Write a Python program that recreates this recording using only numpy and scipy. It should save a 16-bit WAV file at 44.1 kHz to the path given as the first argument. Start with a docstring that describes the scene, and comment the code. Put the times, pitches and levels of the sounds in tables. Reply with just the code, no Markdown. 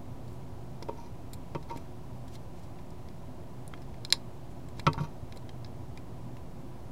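"""A quiet room, a desk, and a microphone close to a small plastic figure whose joints are turned by hand.
Joints click: a snap and a short rattle of noise ring the plastic modes. Fingers rub it: grainy band noise.
Bumps reach the desk: decaying sines with a noisy clatter and crack. Slides on the desk are noise through
its modes and a faint squeal. A fan hums under it all: shaped noise and wavering tones.
Near echoes and a short tail place the figure and desk in the room."""
import sys
import numpy as np
from scipy import signal
from scipy.fft import rfft, irfft
from scipy.io import wavfile
from scipy.ndimage import uniform_filter1d

SR = 44100
rng = np.random.default_rng(int(sys.argv[2]) if len(sys.argv) > 2 else 0)


def transcribe(signal):
    """Save signal, clipped to [-1, 1], as a 16-bit WAV file at the path in sys.argv[1]."""
    frames = np.atleast_2d(signal).T
    limited = np.clip(frames, -1, 1)
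    pcm = np.round(limited * 32767).astype(np.int16)
    wavfile.write(sys.argv[1], SR, pcm)


N = 304819

# modes of the desk in five groups: board, hollow, low modes, frame, thud;
# each mode is (frequency [Hz], level within the group [dB], t60 before a bump's ring factor [s])
DESK_MODES = [
    [(1060, -9, 0.048), (1134, -2.5, 0.065), (1211, -4, 0.037), (1314, -7, 0.041), (1534, -22.5, 0.088),
     (1950, -23.5, 0.049), (2082, -20.5, .06), (2466, -20, .05), (2520, -20, 0.085), (2640, -18, .06),
     (3130, -20, 0.06), (3720, -23, 0.023)],
    [(933, 8, 0.082), (1050, -19.5, .08)],
    [(344, 3.5, 0.074), (432, -9.5, 0.26), (461, 7.5, 0.045)],
    [(546.5, 5, 0.051), (640, -9, 0.031)],
    [(93.8, -4, 0.22), (150, 11, 0.099), (186.8, -14, .08), (265, 2, 0.124)],
]
# modes close to the struck pitch gain this much [dB]; spread as a share of the pitch
FAVOUR_DB, FAVOUR_SPREAD = 10.5, 0.085


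def gain_of(db):
    """Decibels to a factor."""
    return 10 ** (np.asarray(db) / 20)


def evened(x):
    """Scales to rms 1."""
    return x / np.sqrt(np.mean(x ** 2) + 1e-20)


def peaked(x, size=130):
    """Scales so that the loudest stretch of the given size in samples (130 is 3 ms) has rms 1."""
    return x / np.sqrt(uniform_filter1d(x ** 2, size).max())


def smoothed(x, size):
    """Two running means in a row: a slow, soft wander when x is noise."""
    return uniform_filter1d(uniform_filter1d(x, size), size)


def add(mix, s, sound):
    """Mixes a sound in at a time in seconds."""
    part = mix[round(s * SR):][:len(sound)]
    part += sound[:len(part)]


def resonate(x, hz, width):
    """Shifts hz down to zero, smooths, and shifts back: a resonance of gain 1."""
    turn = np.exp(2j * np.pi * np.cumsum(hz * np.ones(len(x))) / SR)
    r = np.exp(-np.pi * width / SR)
    return 2 * (turn * signal.lfilter([1 - r], [1, -r], x / turn)).real


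def favour_db(f, struck_hz):
    """Extra level of a mode that lies close to the struck pitch."""
    return FAVOUR_DB * np.exp(-(np.log(f / struck_hz) / FAVOUR_SPREAD) ** 2)


def stroke(peak, swell, fade):
    """Start time and envelope of a stroke: an even swell and fade in decibels, with tapered ends."""
    far_db = -24  # level at both ends, under the peak
    t = np.arange(-swell, fade, 1 / SR)
    level_db = np.interp(t, [-swell, 0, fade], [far_db, 0, far_db])
    return peak - swell, signal.windows.tukey(len(t), .12) * gain_of(level_db)


def fan():
    """Steady noise with a few humps, and hum tones that waver a little in level and phase."""
    # fan and hiss spectrum: (frequency [Hz], relative level [dB])
    air_curve = [(12, -30), (20, -12.5), (22, -7.5), (37, -12), (60, -4.5), (127, -5), (198, -10),
                 (262, -10.5), (301, -13), (357, -13.5), (422, -19), (976, -22), (1480, -32),
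                 (16000, -48.5)]
    # humps of the fan noise: (frequency [Hz], width [Hz], level over the air [dB])
    humps = [(32.7, 14, 9), (88, 24.4, 3), (127, 22, 6.5), (170, 8.9, 6.5), (256.4, 14, 6.5),
             (672, 324, 5.5), (986, 30, 6.5)]
    # mains hum and a thin whine: (frequency [Hz], rms level before the waver [dB])
    tones = [(120, -57), (360.3, -60.5), (15305, -94)]
    hz, t = np.fft.rfftfreq(N, 1 / SR), np.arange(N) / SR
    curve_hz, curve_db = np.transpose(air_curve)
    shape_db = np.interp(np.log(hz + 1), np.log(curve_hz + 1), curve_db)
    for at, width, up_db in humps:
        shape_db = shape_db + up_db / (1 + (2 * (hz - at) / width) ** 2)
    air = evened(irfft(rfft(rng.standard_normal(N)) * gain_of(shape_db), N))
    out = gain_of(-44.5) * air
    # the wavers share one scaling to rms 1
    wavers = evened(np.array([smoothed(rng.standard_normal(N), 4000) for _ in tones]))
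    for (f, db), waver in zip(tones, wavers):
        level = gain_of(db + 0.34 * waver) * np.sqrt(2)
        out = out + level * np.sin(2 * np.pi * f * t + 0.2 * waver)
    return out


def click(panels_db, shell_db, edges_db, t60, struck_hz):
    """A snap and its brief rattle ring each part of the figure by its own amount."""
    # modes of the figure in four groups: panels, shell, edges, tips;
    # each mode is (frequency [Hz], width [Hz], level within the group [dB])
    plastic_modes = [
        [(3850, 234, 5), (4200, 230, 14.5), (4325, 1100, 11), (4520, 234, 11.5), (5030, 320, 6.5),
         (5530, 680, 9), (6300, 300, 3.5)],
        [(1656, 400, 1), (2150, 260, -3), (2415, 140, 0), (2496, 820, -0.5), (2724, 196, -3.5),
         (3220, 200, -2.5)],
        [(7020, 243, -3), (7580, 690, -2.5), (8300, 880, -6), (9210, 449, -4), (10020, 450, -7.5),
         (10800, 700, -9.5)],
        [(11770, 350, -0.5), (12960, 1400, -2.5), (14500, 1000, -2)],
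    ]
    # the tips ring with the edges but weaker; long rattles shake them more (251.5 dB per s of t60)
    tips_db = edges_db - 12 + 251.5 * t60
    noise = rng.standard_normal(2500)
    t = np.arange(len(noise)) / SR
    onset = 1 - np.exp(-t / (0.13 * t60))  # long rattles start softer
    rattle = noise * gain_of(-60 * t / max(t60, .002)) * onset
    snap = gain_of(11.0) * (t == 0)
    drive = rattle + snap
    out = np.zeros(len(t))
    for part_db, modes in zip([panels_db, shell_db, edges_db, tips_db], plastic_modes):
        part = np.zeros(len(t))
        for k, (f, width, db) in enumerate(modes):
            ring = resonate(resonate(drive, f, width), f, 3 * width) / np.sqrt(width)
            part += (-1) ** k * ring * gain_of(db + favour_db(f, struck_hz))
        out += gain_of(part_db) * peaked(part)
    return out


def rub(peak, swell, fade, db, hz):
    """Skin on plastic: grainy hiss in one wide band."""
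    s, window = stroke(peak, swell, fade)
    hiss, flutter = rng.standard_normal((2, len(window)))
    grains = hiss * gain_of(1.2 * evened(uniform_filter1d(flutter, 90)))
    band = resonate(resonate(grains, hz, 1.1 * hz), hz, 1.6 * hz)
    return s, window * gain_of(db) * evened(band)


def bump(board_db, hollow_db, low_db, thud_db, ring_factor, struck_hz):
    """A blow sets off the desk modes; where it lands decides the strength of each."""
    frame_db = low_db - 3  # the frame rings with the low modes
    groups_db = [board_db, hollow_db, low_db, frame_db, thud_db]
    noise = rng.standard_normal(SR // 3)
    t = np.arange(len(noise)) / SR
    rise = 0.0019 * ring_factor ** 3  # [s]: soft blows ring long and start slowly
    onset = 1 - np.exp(-t / max(rise, 1e-4))

    # many weak modes blur together
    clatter = resonate(resonate(noise, 600, 1600), 604, 2280) * gain_of(-60 * t / (.05 * ring_factor))
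    clatter_db = np.mean([board_db, low_db, thud_db]) - 14
    out = gain_of(clatter_db) * peaked(clatter * onset, size=300)
    crack = resonate(resonate(noise[::-1], 2300, 2500), 2250, 3600) * gain_of(-60 * t / (.04 * ring_factor))
    out = out + gain_of(board_db - 16.5) * peaked(crack * onset, size=300)

    roughness = gain_of(1.7 * evened(smoothed(noise, 150)))  # slow random level wander roughens the rings
    for group_db, modes in zip(groups_db, DESK_MODES):
        ring = np.zeros(len(t))
        for f, db, t60 in modes:
            chance_db = 1.1 * rng.standard_normal()
            decay_db = -60 * t / (t60 * ring_factor)
            ring += gain_of(db + favour_db(f, struck_hz) + chance_db + decay_db) * np.sin(2 * np.pi * f * t)
        out = out + gain_of(group_db) * peaked(ring * onset * roughness, size=300)
    return out


def rubbed_modes(noise, modes):
    """Desk modes kept sounding by noise, at rms 1."""
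    out = np.zeros(len(noise))
    for f, db, t60 in modes:
        out += gain_of(db) * resonate(resonate(noise, f, 2.0 / t60), f, 280) * np.sqrt(t60)
    return evened(out)


def slide(peak, swell, fade, board_db, hollow_db, squeal_db):
    """Friction keeps the desk modes sounding and adds a faint squeal, uneven from stick and slip."""
    # resonances of the squeal: (frequency [Hz], width [Hz], relative level [dB])
    squeal_modes = [(2150, 220, -4.5), (2360, 90, -4), (2700, 270, -11), (4200, 450, -0.5), (4900, 400, -2),
                    (5820, 180, -1.5), (6320, 170, -6), (11300, 500, -8.5)]
    s, window = stroke(peak, swell, fade)
    scrape, friction, wander = rng.standard_normal((3, len(window)))
    grip = gain_of(3.4 * evened(uniform_filter1d(wander, 300)))  # stick and slip
    board = rubbed_modes(scrape, DESK_MODES[0])
    hollow = rubbed_modes(scrape, DESK_MODES[1] + DESK_MODES[2][1:2])  # with one long low mode
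    squeal = np.zeros(len(window))
    for f, width, db in squeal_modes:
        squeal += gain_of(db) * resonate(resonate(friction * grip, f, width), f, 2 * width) / np.sqrt(width)
    out = gain_of(board_db) * board + gain_of(hollow_db) * hollow + gain_of(squeal_db) * evened(squeal)
    return s, window * out


def room(x):
    """Single near echoes, a dense early tail, then a fainter, duller, longer tail on the same taps."""
    # echoes off desk and hands: (delay [s], level [dB])
    echoes = [(.0029, -12), (.0044, -24), (.0057, -24.5), (.0083, -30)]
    t = np.arange(SR // 4) / SR
    taps = rng.choice([-1., 1.], len(t)) * (rng.random(len(t)) < .4) * (t > .005)
    near = evened(signal.lfilter([1], [1, -.3], taps * gain_of(-60 * t / 0.086)))
    far = evened(signal.lfilter([1], [1, -.5], taps * gain_of(-60 * t / .18)))
    response = (gain_of(-20.5) * near + gain_of(-36) * far) / np.sqrt(len(t))
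    for k, (s, db) in enumerate(echoes):
        response[round(s * SR)] += (-1) ** k * gain_of(db)  # every other echo is flipped
    return signal.oaconvolve(x, response)[:N]


def scene():
    """Toy, hands and desk in their room, over the fan."""
    # joint clicks: (time [s], panels [dB], thick shell [dB], thin edges [dB],
    # t60 of the rattle [s], struck pitch [Hz])
    clicks = [(0.2796, -61, -65, -65, 0.021, 4560), (0.8257, -44.5, -47.5, -55.5, 0.017, 5020),
              (0.8848, -61, -56, -69, 0.04, 2350), (1.3332, -46.5, -53, -46, 0.03, 4440),
              (1.5488, -50, -46, -65, 0.015, 2150), (1.6272, -57.5, -60, -66, 0.026, 2150),
              (1.6979, -54, -49, -66, 0.025, 2150), (1.7115, -57, -58, -63, 0.018, 2150),
              (1.7612, -59, -57, -65, 0.028, 2150), (1.773, -55, -51.5, -53, 0.02, 2370),
              (2.28, -58.5, -59, -61, 0.026, 3280), (2.354, -50, -53.5, -58, 0.025, 3200),
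              (2.7877, -63, -55.5, -78, 0.021, 2360), (2.9047, -60, -63, -62, 0.011, 5030),
              (3.0867, -54, -59, -67, 0.006, 2350), (3.678, -55.5, -67, -45, 0.0037, 9900),
              (3.738, -59, -41.5, -70, 0.0018, 3240), (3.7761, -62, -56, -78, 0.0051, 1730),
              (3.819, -58, -63, -65, 0.024, 4980), (3.9422, -62.5, -55.5, -70, 0.0093, 2300),
              (4.0496, -33, -45.5, -45.5, 0.0053, 4200), (4.1034, -38.5, -54, -53, 0.008, 4200),
              (4.1249, -11.5, -22, -21.5, 0.0035, 4450), (4.6868, -61, -56, -56, 0.01, 7400),
              (4.796, -41, -43.5, -50, 0.015, 4200), (4.8666, -32.5, -25.5, -62, 0.018, 2430),
              (4.932, -38, -45, -50, 0.011, 4580), (4.98, -63, -49, -75, 0.017, 2150),
              (5.008, -57, -57, -62, 0.016, 2150), (5.036, -59, -58, -66, 0.03, 4130),
              (5.3237, -48, -47.5, -58, 0.0027, 3850), (5.3614, -62, -57.5, -61, 0.028, 3800),
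              (5.3727, -49, -60, -53.5, 0.011, 4200), (5.4921, -50, -48, -62, 0.0066, 3320),
              (5.646, -45.5, -52.5, -74, 0.011, 4600), (5.6614, -58, -62, -69, .006, 6300),
              (5.9743, -50.5, -48.5, -57, 0.011, 2300), (6.3684, -62, -55.5, -66.5, 0.014, 2700)]
    # fingers rubbing plastic: (peak time [s], swell [s], fade [s], level at the peak [dB], centre [Hz])
    rubs = [(0.33, 0.11, .12, -68, 8000), (2.351, 0.067, .01, -55.5, 4900), (2.595, 0.086, .015, -64, 4500),
            (2.636, 0.034, .045, -63, 4700), (4.512, .02, 0.038, -65, 5500), (4.792, .045, .004, -56, 3800)]
    # bumps into the desk: (time [s], board [dB], hollow ring [dB], low modes [dB], bass thud [dB],
    # ring factor on every t60 [-], struck pitch [Hz])
    bumps = [(0.824, -59, -45.5, -42.5, -64, 0.58, 580), (0.8863, -47, -35.5, -34, -57, 1.07, 432),
             (1.5491, -40.5, -38.5, -34.5, -33, 1.08, 200), (1.701, -46.5, -35, -45, -62, 1.78, 560),
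             (1.761, -68, -64, -48, -33.5, 0.58, 265), (3.737, -42, -64, -62, -64, 0.41, 1300),
             (4.1247, -42.5, -43.5, -41.5, -47, 0.88, 1060), (4.7945, -60, -43, -49, -56, 0.45, 930),
             (4.8665, -21, -28.5, -29, -21, 1.19, 1300), (4.9786, -59, -35.5, -44, -29, 0.51, 1130),
             (5.0, -43.5, -46, -43.5, -26.5, 1.6, 148), (5.366, -67, -66, -49, -60, .6, 460),
             (5.975, -57, -55, -54, -52, 0.65, 640)]
    # sliding on the desk: (peak time [s], swell [s], fade [s], board [dB], hollow ring [dB], squeal [dB])
    slides = [(0.93, .03, 0.054, -68, -51.5, -75), (0.994, .06, 0.085, -63, -48, -60.5),
              (1.06, .07, 0.081, -73, -55, -64), (1.702, 0.039, 0.074, -54, -50, -59),
              (1.755, 0.023, 0.16, -58, -53, -62.5), (4.942, 0.0055, .035, -45, -43, -59),
              (4.987, .012, 0.028, -38, -41, -57), (5.015, .03, .035, -64, -50, -55),
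              (5.042, .02, 0.059, -46, -48, -57.5)]
    toy, desk = np.zeros(N), np.zeros(N)
    for s, *settings in clicks:
        add(toy, s, click(*settings))
    for row in rubs:
        add(toy, *rub(*row))
    for s, *settings in bumps:
        add(desk, s, bump(*settings))
    for row in slides:
        add(desk, *slide(*row))
    echoed = room(toy + gain_of(-6.5) * desk)  # the desk sends less into the room
    return (toy + echoed + desk + fan())[None]


def record(dry):
    """The band limit at 15950 Hz, then a small constant converter offset."""
    band_limit = signal.firwin(401, 15950, window=("kaiser", 9), fs=SR)
    return signal.oaconvolve(dry, band_limit[None], "same") + .0077


dry = scene()
out = record(dry)
transcribe(out)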